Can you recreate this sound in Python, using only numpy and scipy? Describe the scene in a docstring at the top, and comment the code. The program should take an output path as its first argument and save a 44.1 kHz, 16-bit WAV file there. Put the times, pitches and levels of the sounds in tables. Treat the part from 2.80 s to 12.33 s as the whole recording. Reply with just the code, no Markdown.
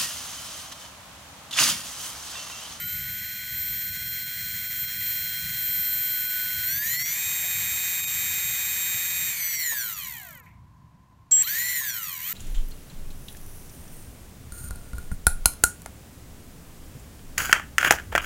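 """On a lawn, close to a bare 14-pole, 12-tooth brushless motor on a carbon drone arm.
It runs at part throttle, goes to full, coasts to a stop, restarts with a chirp, coasts again and picks up.
Force waves locked to the rotor make the whine; ticks at the stator teeth and bearing noise make the rattle.
All three pass through the resonances of the motor bell. The controller adds a thin switching whistle.
Knocks of the frame stand out briefly; behind lie a far rumble, still air and a faint distant drone."""
import sys
import numpy as np
from scipy import signal
from scipy.fft import rfft, irfft
from scipy.io import wavfile
from scipy.ndimage import uniform_filter1d

SR = 44100
rng = np.random.default_rng(int(sys.argv[2]) if len(sys.argv) > 2 else 0)


def put_to_file(sound):
    """Save the sound as 16-bit audio at rate SR, in the file named by the first command-line argument."""
    columns = np.atleast_2d(sound).T  # one column per channel
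    safe = np.clip(columns, -1, 1)
    whole_steps = np.round(safe * 32767)
    wavfile.write(sys.argv[1], SR, whole_steps.astype(np.int16))


N = 420273
TIME = np.arange(N) / SR
HZ = np.maximum(np.arange(N + 1) * SR / (2 * N), 1)

CUTOFF_HZ = 15700  # nothing is heard above this
CHIRP_S = 8.513  # moment of the restart
# state of the drive; neither full nor coasting is part throttle: (time [s], full throttle [0-1], coasting [0-1])
THROTTLE = [(4.2, 0, 0), (4.38, 1, 0), (6.51, 1, 0), (6.6, 0, .7), (6.9, 0, 1), (8.5, 0, 1), (8.52, 0, 0),
            (8.75, 0, 0), (8.95, 0, 1), (9.38, 0, 1), (9.43, 0, 0)]
# the rotor leans towards three of the teeth; strength of the tick at each: level [dB]
TEETH = [-8, 0, -8, -22, -26, -20, -26, -24, -19, -26, -26, -20]


def from_db(db):
    """Decibels to gain."""
    return 10 ** (np.asarray(db) / 20)


def rms_one(x):
    """Scale to unit power."""
    return x / np.sqrt(np.mean(x ** 2) + 1e-20)


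def in_time(rows):
    """Each column of a curve, interpolated at every sample."""
    s, *columns = np.transpose(rows)
    return [np.interp(TIME, s, column) for column in columns]


def colour(points):
    """Gain at every frequency from a short spectrum, interpolated over log frequency."""
    hz, db = np.transpose(points)
    return from_db(np.interp(np.log(HZ), np.log(hz), db))


def resonances(modes):
    """Gain at every frequency of a set of damped modes whose powers add."""
    power = sum(from_db(db) ** 2 / (1 + (2 * (HZ - hz) / width) ** 2) ** 2 for hz, width, db in modes)
    return np.sqrt(power)


def humps_db(rows):
    """Sum of bell-shaped humps in dB at every frequency."""
    return sum(db / (1 + (2 * (HZ - hz) / width) ** 2) for hz, width, db in rows)


def filtered(x, gain):
    """Causal, minimum-phase filter with the given gain, built by folding the cepstrum."""
    cepstrum = irfft(np.log(gain + 1e-7))
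    cepstrum[1:N] *= 2
    cepstrum[N + 1:] = 0
    response = np.exp(rfft(cepstrum))
    return irfft(rfft(x, 2 * N) * response)[:N]


def noise(gain):
    """Coloured noise of unit power."""
    spectrum = rfft(rng.standard_normal(2 * N)) * gain
    return rms_one(irfft(spectrum)[:N])


def drift(rate_hz):
    """Random wander of spread 1, twice low-passed at the given rate and computed every 40 samples."""
    step, settle = 40, 2000
    r = np.exp(-2 * np.pi * step * rate_hz / SR)
    chance = rng.standard_normal(N // step + settle + 2)
    slow = signal.lfilter([1], [1, -2 * r, r * r], chance)[settle:]
    return np.interp(np.arange(N) / step, np.arange(len(slow)), rms_one(slow))


def sine(cycles):
    """Sine of unit power with a random starting phase."""
    return np.sqrt(2) * np.sin(2 * np.pi * (cycles + rng.random()))


def rotor_rpm():
    """The rotor follows the controller under power; dry friction and drag slow it in between."""
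    # rotor speed in each spell under power: (time [s], speed [turns per minute])
    long_run = [(0, 6594), (.15, 6780), (.4, 6888), (1.1, 6926), (3, 6884), (3.86, 6884), (4, 7740),
                (4.1, 8640), (4.2, 9324), (4.3, 9840), (4.385, 10644), (6.51, 10644), (6.57, 10320),
                (6.7, 9912), (6.81, 9400), (6.9, 8526)]
    restart = [(8.5, 0), (8.54, 1680), (8.62, 4248), (8.69, 7250), (8.8, 8800), (8.88, 9160), (8.94, 9050),
               (9, 8490)]
    pick_up = [(9.4, 4560), (9.45, 5070), (9.53, 6430)]
    friction_rpm_per_s, drag_per_s, inertia_s = 4400, .89, .03
    offset = friction_rpm_per_s / drag_per_s
    rpm = np.zeros(N)
    for spell in (long_run, restart, pick_up):
        start, (end, last_rpm) = spell[0][0], spell[-1]
        coasting = (last_rpm + offset) * np.exp(-drag_per_s * (TIME - end)) - offset
        after_start = np.where(TIME < end, in_time(spell)[0], coasting)
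        rpm = np.where(TIME < start, rpm, after_start)
    # inertia rounds the corners
    return uniform_filter1d(np.maximum(rpm, 0), int(inertia_s * SR), mode="nearest")


def motor(rpm, speed, turns):
    """Hiss, ticks, whine and stirred air follow the rotor speed and how fast it changes."""
    # level by speed: (speed [turns per minute], bearing hiss [dB], tooth ticking [dB], magnetic whine [dB])
    loudness = [(1280, -85, -105, -77), (2250, -59.5, -57.5, -54.5), (4560, -42, -42.5, -48),
                (7070, -37.5, -36, -42.5), (8870, -34.5, -34.5, -39), (10644, -35.5, -39, -43.5)]
    # the listener steps up to the motor: (time [s], rattle level [dB], whine level [dB])
    approach = [(0, -1, -4), (.5, -2.5, -5), (1.3, -2, -2), (1.9, -1.5, -3), (2.3, 0, 0.5), (3.3, -.5, 0),
                (4.4, 2.5, 0.5)]
    # the ticking builds up over the first seconds: (time [s], level [dB])
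    tick_build = [(0, -14), (.5, -6), (1.2, 1), (2.3, 3), (3.3, 4)]
    # narrow modes that the ticks also ring in during a sweep: (frequency [Hz], width [Hz], level [dB])
    tick_rings = [(3100, 200, -7), (5820, 297, -2), (7200, 360, -8), (12050, 620, -3), (12500, 890, -8)]
    bell = bell_response()
    at_rpm, *columns = np.transpose(loudness)
    hiss_law, tick_law, whine_law = [np.interp(rpm, at_rpm, column) for column in columns]
    near_rattle, near_whine = in_time(approach)

    # 0 at steady speed, 1 in a fast sweep
    rpm_per_s, full_sweep_rpm_per_s = np.gradient(rpm) * SR, 3500
    sweeping = uniform_filter1d(np.minimum(np.abs(rpm_per_s) / full_sweep_rpm_per_s, 1), size=SR // 12)

    # the hard pull from standstill grinds the bearing
    pull_db, full_pull_rpm_per_s = -43, 45000
    pull = from_db(pull_db) * np.clip(rpm_per_s / full_pull_rpm_per_s, 0, 1) ** 2 * (TIME > CHIRP_S)
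    # in a sweep hiss and ticks soften, and the ticks grow uneven
    hiss = from_db(hiss_law - .8 * sweeping) + pull
    tick_change_db = sweeping * (-2.2 + .8 * drift(11))
    tick_level = from_db(tick_law - 2 + in_time(tick_build)[0] + tick_change_db)
    ticking = tick_level * tooth_ticks(turns, bell)
    ringing = from_db(3.5) * filtered(sweeping * ticking, resonances(tick_rings))

    rattle = hiss * bearing_hiss(speed, bell) + ticking + ringing
    tones = from_db(whine_law + near_whine) * whine(speed, turns, bell, sweeping)
    return dips() * (from_db(near_rattle) * rattle + flutter(rpm)) + tones + windage(rpm)


def bell_response():
    """Resonances of bell and arm, with dead spots where neighbouring modes cancel."""
    # resonances: (frequency [Hz], width [Hz], level [dB])
    bell_modes = [(697, 180, -8.5), (985, 420, -12.5), (1520, 620, -7.5), (1912, 826, -1), (2440, 550, -5),
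                  (3108, 620, -4), (3660, 530, -9.5), (4280, 1170, -4.5), (5780, 350, 0), (6860, 2030, 1.5),
                  (7730, 450, 0.5), (8390, 4200, -0.5), (11440, 740, 3), (12090, 820, 7.5),
                  (13110, 770, 11.5), (14040, 690, 12)]
    # dead spots: (frequency [Hz], width [Hz], depth [dB])
    dead_spots = [(4970, 280, 7.5), (2740, 390, 2), (6360, 280, 3.5), (8980, 210, 6)]
    return resonances(bell_modes) * from_db(-humps_db(dead_spots))


def whine(speed, turns, bell, sweeping):
    """Magnetic force waves locked to the rotor swell as they sweep through the bell's resonances."""
    # force waves: (multiple of rotor speed, used rounded [1], part throttle [dB], full [dB], coasting [dB])
    forces = [(12, -14.5, -20.5, -6), (13, 4, 2, 6), (14, -7, 6.5, -0.5), (21, -7, 9.5, -11),
              (28, 4.5, 1, 3.5), (33, -32, -8, -22.5), (36, 5, -3, 2), (37, -13, -4.5, -7.5),
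              (42, -9, 6.5, -15.5), (48, -1.5, -17, 0.5), (49, -14, -13, -11), (60, -15, -2.5, -5.5),
              (68.4, -30.5, -6.5, -23), (70, -20, -8.5, -20), (70.96, -17.5, -0.5, -18.5),
              (72, -10.5, -1.5, -4.5), (72.5, -17.5, -12, -14), (73.7, -20, -13, -15),
              (75, -8.5, -7.5, -24)]
    # rings where a sweeping tone flares and gaps where it fades: (frequency [Hz], width [Hz], lift [dB])
    flares = [(2093, 890, 3), (3100, 220, 5), (3650, 300, -4), (4300, 450, 5), (5250, 450, -12),
              (5910, 390, 10), (6500, 300, -4), (7000, 670, 4), (11850, 630, 7)]
    # the lowest strong tone fades and returns as the listener moves: (time [s], level [dB])
    low_tone = [(0, 3), (1, -1), (2, -2.5), (2.3, -4.5), (3.1, -3), (3.6, 3.5), (4.1, 2.5), (4.4, 0)]
    low_tone_multiple = 13
    full, coast = in_time(THROTTLE)
    part = 1 - full - coast
    sweep_db = humps_db(flares) - 3  # in a sweep all tones drop 3 dB, apart from the flares
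    low_tone_db = in_time(low_tone)[0]
    waver_db = .96 + .7 * sweeping
    out = 0
    for multiple, part_db, full_db, coast_db in forces:
        k = round(multiple)
        hz = k * speed
        force_db = part * part_db + full * full_db + coast * coast_db
        force_db = force_db + waver_db * drift(10)
        force_db = force_db + (k == low_tone_multiple) * low_tone_db
        force_db = force_db + sweeping * np.interp(hz, HZ, sweep_db)
        level = from_db(force_db) * np.interp(hz, HZ, bell) * (hz < CUTOFF_HZ)
        out = out + level * sine(k * turns)
    return out


def tooth_ticks(turns, bell):
    """The rotor ticks at the stator teeth in much the same pattern every turn; each tick rings in the bell."""
    # colour of the ticks ahead of the bell: (frequency [Hz], level [dB])
    tick_colour = [(300, -26.5), (1500, -15.5), (3000, -3), (5000, -5.5), (7000, -2), (9000, -1.5),
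                   (12000, 3), (14000, -5.5), (15200, 22), (16000, -6.5)]
    spacing_error = .002  # in tooth spacings, the same every turn
    jitter_s, ring_s, rough_db = 5e-7, .0035, .7
    count = len(TEETH)
    tick = np.arange(1, int(turns[-1] * count))
    tooth = tick % count
    offset = rng.standard_normal(count)
    late, chance = rng.standard_normal((len(tick), 2)).T
    angle = (tick + spacing_error * offset[tooth]) / count
    at = np.interp(angle, turns, np.arange(N)) + jitter_s * SR * late
    strength = from_db(np.array(TEETH)[tooth] + rough_db * chance)

    # each click is a short sinc, so that it can fall between samples
    taps = at.astype(int)[:, None] + np.arange(-7, 9)
    shape = strength[:, None] * np.sinc(taps - at[:, None])
    clicks = np.bincount(np.clip(taps, 0, N - 1).ravel(), shape.ravel(), N)
    burst = SR // 50
    ring = rng.standard_normal(burst) * np.exp(-TIME[:burst] / ring_s)
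    ticks = rms_one(filtered(signal.fftconvolve(clicks, ring)[:N], bell * colour(tick_colour)))
    # evened out to a steady loudness
    power = uniform_filter1d(ticks ** 2, SR // 12)
    return ticks / np.sqrt(np.abs(power) + 1e-3)


def bearing_hiss(speed, bell):
    """Rolling noise; when coasting it repeats from tooth to tooth, which draws gliding bands."""
    # colour of the rolling noise ahead of the bell: (frequency [Hz], level [dB])
    hiss_colour = [(200, -20.5), (500, -10), (1000, -12.5), (2000, 2), (3200, -2.5), (4500, -1.5),
                   (5800, -6.5), (7000, -5.5), (8500, -12.5), (10500, -9), (12500, -13), (16000, -12.5)]
    roll = noise(bell * colour(hiss_colour))
    repeat = .7 * in_time(THROTTLE)[-1]
    lag = np.round(SR / (len(TEETH) * np.maximum(speed, 10))).astype(int)
    earlier = np.maximum(np.arange(N) - lag, 0)
    treble = filtered(roll, colour([(1800, -30), (3500, 0)]))  # only the treble repeats
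    once = treble[earlier]
    twice = once[earlier]
    banded = roll + repeat * (once + .6 * twice)
    grain = from_db(drift(60))  # wavers by about 1 dB
    return grain * banded / np.sqrt(1 + 2 * repeat ** 2)


def flutter(rpm):
    """At part throttle the bearing flutters in one narrow mode of the bell."""
    hz, width_hz, level_db, depth_db = 2054, 330, -47, 2.0
    full, coast = in_time(THROTTLE)
    cruising = (1 - full - coast) * np.interp(rpm, [5500, 6600], [0, 1])
    level = from_db(level_db + depth_db * drift(25))
    return cruising * level * noise(resonances([(hz, width_hz, 0)]))


def dips():
    """Gain of the rattle and flutter, whose level dips for an instant now and then."""
    # brief dips: (time of the middle [s], depth [dB])
    dip_rows = [(.06, 5), (1.11, 4), (1.25, 3), (1.3, 5), (1.45, 6), (1.89, 6), (2.02, 2), (2.063, 5),
                (2.19, 5), (3.48, 6), (4.005, 7.5), (4.18, 9), (4.24, 10), (5.22, 7), (5.26, 13),
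                (6.775, 5.5), (6.885, 3.5), (7.15, 8), (7.619, 17), (8.655, 20), (9.02, 2), (9.125, 4.5),
                (9.21, 3)]
    dip_s = .026  # width at half depth
    edges = dip_s * np.array([-.7, -.3, .3, .7])
    depth_db = sum(db * np.interp(TIME - s, edges, [0, 1, 1, 0]) for s, db in dip_rows)
    return from_db(-depth_db)


def windage(rpm):
    """Air stirred by the spinning bell: noise that rises very steeply with speed."""
    # colour of the stirred air: (frequency [Hz], level [dB])
    air_colour = [(200, -7.5), (400, -10), (700, -3.5), (1200, 1), (1800, -13), (4000, -17)]
    top_speed_db, power = -53, 12
    return from_db(top_speed_db) * (rpm / rpm.max()) ** power * noise(colour(air_colour))


def switching(turns, partials, flutter_cycles, waver_db):
    """The controller's carriers, with sidebands shifted by multiples of the rotor speed."""
    out = 0
    for hz, multiple, db in partials:
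        level = from_db(db + waver_db * drift(25))
        cycles = hz * TIME + round(multiple) * turns + flutter_cycles * drift(60)
        out = out + level * sine(cycles)
    return out


def whistle(rpm, turns):
    """The controller chops the current, and so whistles, only at part throttle."""
    # course of the whistle: (time [s], level before the 1 dB lift below [dB])
    whistle_course = [(0.0, -35), (0.1, -32), (0.65, -39.5), (0.78, -31), (1.03, -31.5), (1.18, -38.5),
                      (1.3, -33), (1.48, -38), (1.95, -34.5), (2.02, -28.5), (2.1, -39), (2.28, -29),
                      (2.65, -39), (2.89, -27), (3.19, -27.5), (3.8, -32.5), (3.88, -28.5), (4.2, -33)]
    # its partials: (carrier [Hz], offset [multiples of rotor speed], level [dB])
    sidebands = [(14826, -14, -4), (14826, -10, -4), (14826, -16, -21), (14826, 0, -17), (7613, 0, -19)]
    full, coast = in_time(THROTTLE)
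    running = np.interp(rpm, [4200, 5500], [0, 1])
    restarted_db = -.5 * (TIME > CHIRP_S)  # weaker after the restart
    level = from_db(in_time(whistle_course)[0] + 1 + restarted_db)
    tones = switching(turns, sidebands, flutter_cycles=.067, waver_db=.9)
    return running * (1 - full - coast) ** 2 * level * tones


def chirp(turns):
    """A burst of slow switching kicks the rotor from standstill: it sags, holds, stops and rings on faintly."""
    # its partials: (carrier [Hz], offset [multiples of rotor speed], level [dB])
    chirp_partials = [(7612, 0, -1.5), (7670, 14, -27), (7600, -14, -30), (15000, 0, -25)]
    attack_s, length_s, release_s = .009, .11, .005
    first_db, held_db, sag_db_per_s = -11, -16.5, 90
    ring_db, ring_s = -36, .15
    age = np.maximum(TIME - CHIRP_S, 0)
    attack = np.minimum(age / attack_s, 1)
    release = np.clip(1 - (age - length_s) / release_s, 0, 1)
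    burst = from_db(np.maximum(first_db - sag_db_per_s * age, held_db))
    ring = from_db(ring_db) * np.exp(-age / ring_s)
    tones = switching(turns, chirp_partials, flutter_cycles=.01, waver_db=.5)
    return attack * (release * burst + ring) * tones


def knocks():
    """Jolts set frame and bell ringing briefly: decaying bursts of narrow-band noise."""
    # knocks and rings: (time [s], level at the onset [dB], ring [Hz], width [Hz], decay [s])
    jolts = [(4.64, -47, 706, 200, 0.027), (6.92, -41, 1000, 300, 0.02), (6.92, -52, 593, 200, 0.018),
             (7.66, -53, 2130, 600, .05), (8.513, -58, 2000, 900, .012), (8.511, -28.5, 6600, 2500, 0.0081),
             (8.515, -35.5, 5960, 300, 0.11), (8.515, -42, 3200, 250, 0.16), (8.643, -32, 4080, 200, 0.018),
             (8.67, -38, 3100, 200, 0.021), (9.01, -43.5, 1040, 119, 0.019)]
    out = 0
    for s, db, hz, width, decay_s in jolts:
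        decay = (TIME > s) * np.exp(-np.abs(TIME - s) / decay_s)
        out = out + from_db(db) * decay * noise(resonances([(hz, width, 0)]))
    return out


def outdoors():
    """Far rumble that swells at random, still air, and a distant drone heard as a narrow band of noise."""
    # colour of the still air: (frequency [Hz], level [dB])
    still_air = [(40, -6), (150, -1), (300, -9.5), (450, -22), (700, -14.5), (1100, -23), (1600, -20),
                 (3000, -29), (7000, -33.5), (16000, -43)]
    # colour of the far rumble: (frequency [Hz], level [dB])
    rumble_colour = [(20, -40), (35, -30), (55, 2), (80, 2.5), (120, 3.5), (180, -1.5), (260, -16),
                     (380, -41.5), (700, -54.5), (1200, -38), (3000, -54)]
    # course of the far rumble: (time [s], level before the 0.5 dB cut below [dB])
    rumble_course = [(0.0, -46), (1.4, -50.5), (2.78, -49), (3.65, -50.5), (9.42, -56), (9.5, -53)]
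    # the distant drone comes and goes: (time [s], level [dB])
    drone_course = [(0, -104), (4, -65), (6.5, -68), (7.2, -57.5), (8.2, -66), (9.5, -58.5)]
    air_db, swell_db, drone_hz, drone_width_hz = -61, 2.56, 1020, 130
    rumble_level = from_db(in_time(rumble_course)[0] - .5 + swell_db * drift(3.5))
    rumble = rumble_level * noise(colour(rumble_colour))
    air = from_db(air_db) * noise(colour(still_air))
    drone = from_db(in_time(drone_course)[0]) * noise(resonances([(drone_hz, drone_width_hz, 0)]))
    return rumble + air + drone


def scene():
    """One rotor angle drives whine, ticks, whistle and chirp; both channels are alike."""
    rpm = rotor_rpm()
    speed = rpm / 60 * (1 + .0002 * drift(5))  # turns per second, slightly unsteady
    turns = np.cumsum(speed) / SR
    close = motor(rpm, speed, turns) + whistle(rpm, turns) + chirp(turns) + knocks()
    return np.tile(close + outdoors(), (2, 1))


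def record(dry):
    """The microphone signal is cut steeply at the top by an elliptic low-pass."""
    return signal.sosfilt(signal.ellip(12, .1, 90, CUTOFF_HZ, fs=SR, output="sos"), dry)


dry = scene()
out = record(dry)
put_to_file(out)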